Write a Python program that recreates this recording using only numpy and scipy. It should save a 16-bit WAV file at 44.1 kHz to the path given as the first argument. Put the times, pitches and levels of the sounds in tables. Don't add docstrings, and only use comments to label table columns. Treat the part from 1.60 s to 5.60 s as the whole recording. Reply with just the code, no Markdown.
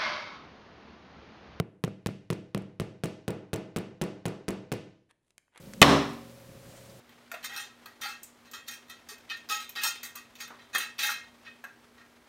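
import sys
import numpy as np
from scipy import signal
from scipy.fft import rfft, irfft, next_fast_len
from scipy.io import wavfile
from scipy.ndimage import uniform_filter1d

SR = 44100
rng = np.random.default_rng(int(sys.argv[2]) if len(sys.argv) > 2 else 0)


def wav_out(sig):
    wavfile.write(sys.argv[1], SR, np.round(np.clip(np.atleast_2d(sig).T, -1, 1) * 32767).astype(np.int16))


N = 176400
T = np.arange(int(.8 * SR)) / SR
BRIGHT_HZ = 3480


def amp(db):
    return 10 ** (np.asarray(db) / 20)


def unit(x):
    return x / np.sqrt(np.mean(x ** 2) + 1e-20)


def fade(t60_s):
    return np.exp(-np.log(1000) * T / t60_s)


def rise(tau_s=0.0027):
    return 1 - np.exp(-T / tau_s)


def along(points, hz):
    freq_hz, values = np.transpose(points)
    return np.interp(np.log(hz + 1), np.log(freq_hz + 1), values)


def filtered(x, response):
    size = next_fast_len(len(x) + SR // 10)
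    return irfft(rfft(x, size) * response(np.fft.rfftfreq(size, 1 / SR)), size)[:len(x)]


def noise(colour, size=len(T)):
    return unit(filtered(rng.standard_normal(size), lambda f: amp(along(colour, f))))


def shelf(x, corner_hz, db):
    return filtered(x, lambda f: amp(db * f ** 4 / (f ** 4 + corner_hz ** 4)))


def add(track, start_s, sound):
    part = track[max(round(start_s * SR), 0):][:len(sound)]
    part += sound[:len(part)]


def ring(modes):
    return sum(amp(db + 2 * rng.normal()) * fade(t60_s) * np.sin(2 * np.pi * (hz * T + rng.random()))
               for hz, db, t60_s in modes)


# freq_hz, gain_db
HUSH_COLOUR = [(25, 20), (60, 10.5), (200, 8.5), (600, 0), (2500, -20), (6000, -19.5), (11000, -17),
               (13000, -38.5)]

def room_hush(level_db=-77):
    return amp(level_db) * noise(HUSH_COLOUR, size=N)


# freq_hz, gain_db
ROOM_COLOUR = [(30, -5.5), (65, -12), (100, 2.5), (200, 1.5), (260, -3.5), (400, 3), (600, -4),
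               (800, -10.5), (1200, -14.5), (2000, -18), (2900, -19), (4000, -26.5), (7000, -34.5),
               (11300, -36.5), (12800, -49.5), (16000, -49)]
# freq_hz, t60_s
ROOM_DECAY = [(80, 0.63), (500, 0.5), (1500, 0.5), (3000, 0.47), (6000, 0.53), (10000, 0.3), (15000, 0.25)]

def room_tail():
    hz, time_s, spectrum = signal.stft(noise(ROOM_COLOUR), SR, nperseg=512)
    decay = np.exp(-np.log(1000) * time_s / along(ROOM_DECAY, hz)[:, None])
    return signal.istft(spectrum * decay, SR)[1][:len(T)]


# freq_hz, gain_db
HANDLING_COLOUR = [(100, -16), (500, 1.5), (2000, 5), (3500, 1), (5500, -11), (9000, -5), (11500, -10.5),
                   (13000, -29), (16000, -37)]
# start_s, level_db, t60_s, bright_db
TICKS = [(1.021, -56, .008, 9), (3.5099, -50, 0.019, -2.5), (3.706, -62.5, .012, 10),
         (3.7805, -41, 0.0067, 2.5), (3.881, -59, 0.012, -51), (3.959, -44, 0.014, -16),
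         (3.969, -47.5, 0.017, -24), (3.976, -46, 0.026, 3.5)]
# start_s, length_s, level_db, bright_db
SCRAPES = [(3.484, 0.04, -63, -5), (3.6, 0.16, -86.5, 11), (3.907, 0.13, -60.5, -10.5)]

def handling(grain_db=4, room_db=-14.5):
    out = np.zeros(N)
    for start_s, level_db, t60_s, bright_db in TICKS:
        click = shelf(noise(HANDLING_COLOUR), BRIGHT_HZ, bright_db)
        add(out, start_s, amp(level_db) * click * fade(t60_s))
    for start_s, length_s, level_db, bright_db in SCRAPES:
        roughness = unit(uniform_filter1d(rng.standard_normal(len(T)), size=90))
        grains = unit(amp(grain_db * roughness))
        stroke = np.sin(np.pi * np.minimum(T / length_s, 1)) ** 2
        friction = shelf(noise(HANDLING_COLOUR), BRIGHT_HZ, bright_db)
        add(out, start_s, amp(level_db) * stroke * grains * friction)
    echo = shelf(rng.standard_normal(len(T)), BRIGHT_HZ, db=-5) * fade(t60_s=0.59)
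    return out + amp(room_db) * signal.fftconvolve(out, echo / np.linalg.norm(echo))[:N]


# freq_hz, gain_db
CHATTER_COLOUR = [(400, 19), (1200, 15), (2600, 11.5), (4500, 4.5), (8000, 11), (11500, 1.5),
                  (13000, -17.5), (16000, -22)]
# pitch_hz, level_db, t60_s
BRACKET_MODES = [(8300, -63.5, .05), (11000, -47, 0.028), (11160, -49, 0.027), (15000, -40, .022),
                 (14800, -58.5, .1)]

def chatter(burst_db=-23.5):
    return amp(burst_db) * noise(CHATTER_COLOUR) * fade(t60_s=0.0091) + ring(BRACKET_MODES)


STRIKE_MODES_HZ = [114, 146, 163, 194, 237, 294, 326, 356, 457, 496, 533, 634, 832, 2780, 2960]
# level_db, t60_s
STRIKE_RING = [(-22.5, 0.18), (-36.5, .33), (-31, .28), (-30.5, 0.46), (-37.5, 0.27), (-37.5, 0.54),
               (-39, 0.66), (-25.5, 0.2), (-33.5, 0.29), (-40.5, .52), (-60.5, .45), (-41, 0.55), (-49, 0.51),
               (-58, 0.21), (-57, 0.24)]

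def wall_resonance(shared_tail, hard_db, bright_db, room_db=-30, shared_fraction=.85):
    tail = np.sqrt(shared_fraction) * shared_tail + np.sqrt(1 - shared_fraction) * room_tail()
    wall = ring(np.column_stack([STRIKE_MODES_HZ, STRIKE_RING]))
    ringing = (amp(room_db) * tail + wall) * rise()
    lifted = shelf(ringing, corner_hz=268, db=hard_db)
    hardened = shelf(lifted, corner_hz=2220, db=-hard_db)
    return shelf(hardened, BRIGHT_HZ, bright_db)


def panel_swing(contact_s, t60_s, pitch_hz=146.5, level_db=-11):
    released_s = np.maximum(T - contact_s, 0)
    return -amp(level_db) * np.sin(2 * np.pi * pitch_hz * released_s) * fade(t60_s)


def bounce_thud(contact_s=.0014, push_db=-15.02):
    push = amp(push_db) * np.sin(np.pi * np.minimum(T / contact_s, 1))
    return push + panel_swing(contact_s, t60_s=0.01)


def blow_thud(hard_db, crack_s=.00012, crack_db=-24.5, push_db=-9):
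    contact_s = .0011 * np.exp(-0.044 * hard_db)
    push = amp(push_db) * np.sqrt(np.clip(1 - T / contact_s, 0, 1))
    return np.where(T < crack_s, -amp(crack_db), push) + panel_swing(contact_s, t60_s=0.022)


# start_s, thud_db, ring_db, hard_db, bright_db, first_chatter_db, second_chatter_db
BLOWS = [(0.0, 13.5, -14.5, -3.5, -10, -32.5, -31), (0.2391, 10.5, -6.5, -7, -6, -15.5, -6),
         (0.4615, 8, -6.5, -7.5, -11, -12.5, 1.5), (0.7028, 9.5, -3.5, -5.5, -1, -4, -8),
         (0.9476, 6, -1.5, -6.5, -6, -34, -21), (1.1993, 8, -3.5, -4, 0.5, -9, -9),
         (1.4368, 4.5, -4, -1, 7, 2, -5.5), (1.68, 3.5, -2.5, 1, -3, -2, -18.5),
         (1.9324, 8.5, -2.5, 1, -12, 6, 0), (2.1623, 8.5, 0, -2.5, -3.5, -2.5, 3),
         (2.4146, 6.5, -2, 2.5, 5, 4.5, -1), (2.6554, 7, -4, 4, 6.5, 0, 0),
         (2.8823, 4.5, -1, 1, 3.5, 4.5, -4.5), (3.1182, 6, -3, -1, -3.5, 9.5, -4)]
# start_s, thud_db, chatter_lag_s, chatter_db
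BOUNCES = [(0.278, -4, 0.0032, -28), (0.4889, -3, 0.0044, -41), (0.7273, 8, 0.0034, -8),
           (.9732, -5, 0.0037, -9.5), (1.2179, 3, 0.0026, -15), (1.4553, -4, 0.0021, -8),
           (1.7019, -21.5, 0.0031, -3.5), (1.9534, -13.5, 0.0065, -4.5), (2.18, 2.5, 0.0058, -5.5),
           (2.4319, 5, 0.0063, -6), (2.6785, -0.5, 0.0032, -7.5), (2.8986, 3, 0.0077, -7.5),
           (3.1346, -2, 0.0036, -8.5)]

def hammer(chatter_lags_s=(0.004, .0078), echo_db=-39, dull_db=-3, bounce_ring_db=-23):
    out, tail = np.zeros(N), room_tail()
    tail_treble = tail - shelf(tail, corner_hz=2570, db=-37)
    chatter_echo = amp(echo_db) * tail_treble * rise()
    for start_s, thud_db, ring_db, hard_db, bright_db, *chatters_db in BLOWS:
        ringing = wall_resonance(tail, hard_db, bright_db + dull_db)
        add(out, start_s, amp(thud_db) * blow_thud(hard_db) + amp(ring_db) * ringing)
        for lag_s, chatter_db in zip(chatter_lags_s, chatters_db):
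            add(out, start_s + lag_s, amp(chatter_db) * (chatter() + chatter_echo))
    for start_s, thud_db, lag_s, chatter_db in BOUNCES:
        ringing = wall_resonance(tail, hard_db=-13, bright_db=-12)
        add(out, start_s, amp(thud_db) * bounce_thud() + amp(bounce_ring_db) * ringing)
        add(out, start_s + lag_s, amp(chatter_db) * (chatter() + chatter_echo))
    return out


def scene():
    return (hammer() + handling() + room_hush())[None]


def gain_control(x, settle_s=0.62, knee_db=-41, makeup_db=4.5):
    pole = np.exp(-1 / (settle_s * SR))
    power = signal.lfilter([1 - pole], [1, -pole], x ** 2)
    return amp(makeup_db) * x / np.sqrt(1 + power / amp(knee_db) ** 2)


# freq_hz, gain_db
MIC_COLOUR = [(8000, -0.5), (11300, -1), (13000, -0.5), (14800, -5), (16000, -7)]

def record(dry, ceiling=0.077, sharpness=5, low_cut_hz=80.4, top_hz=16800):
    clipped = dry[0] / (1 + np.abs(dry[0] / ceiling) ** sharpness) ** (1 / sharpness)
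    thinned = filtered(clipped, lambda f: 1j * f / (low_cut_hz + 1j * f) * amp(along(MIC_COLOUR, f)))
    return filtered(gain_control(thinned), lambda f: np.clip((top_hz - f) / 1000, 0, 1))[None]


dry = scene()
out = record(dry)
wav_out(out)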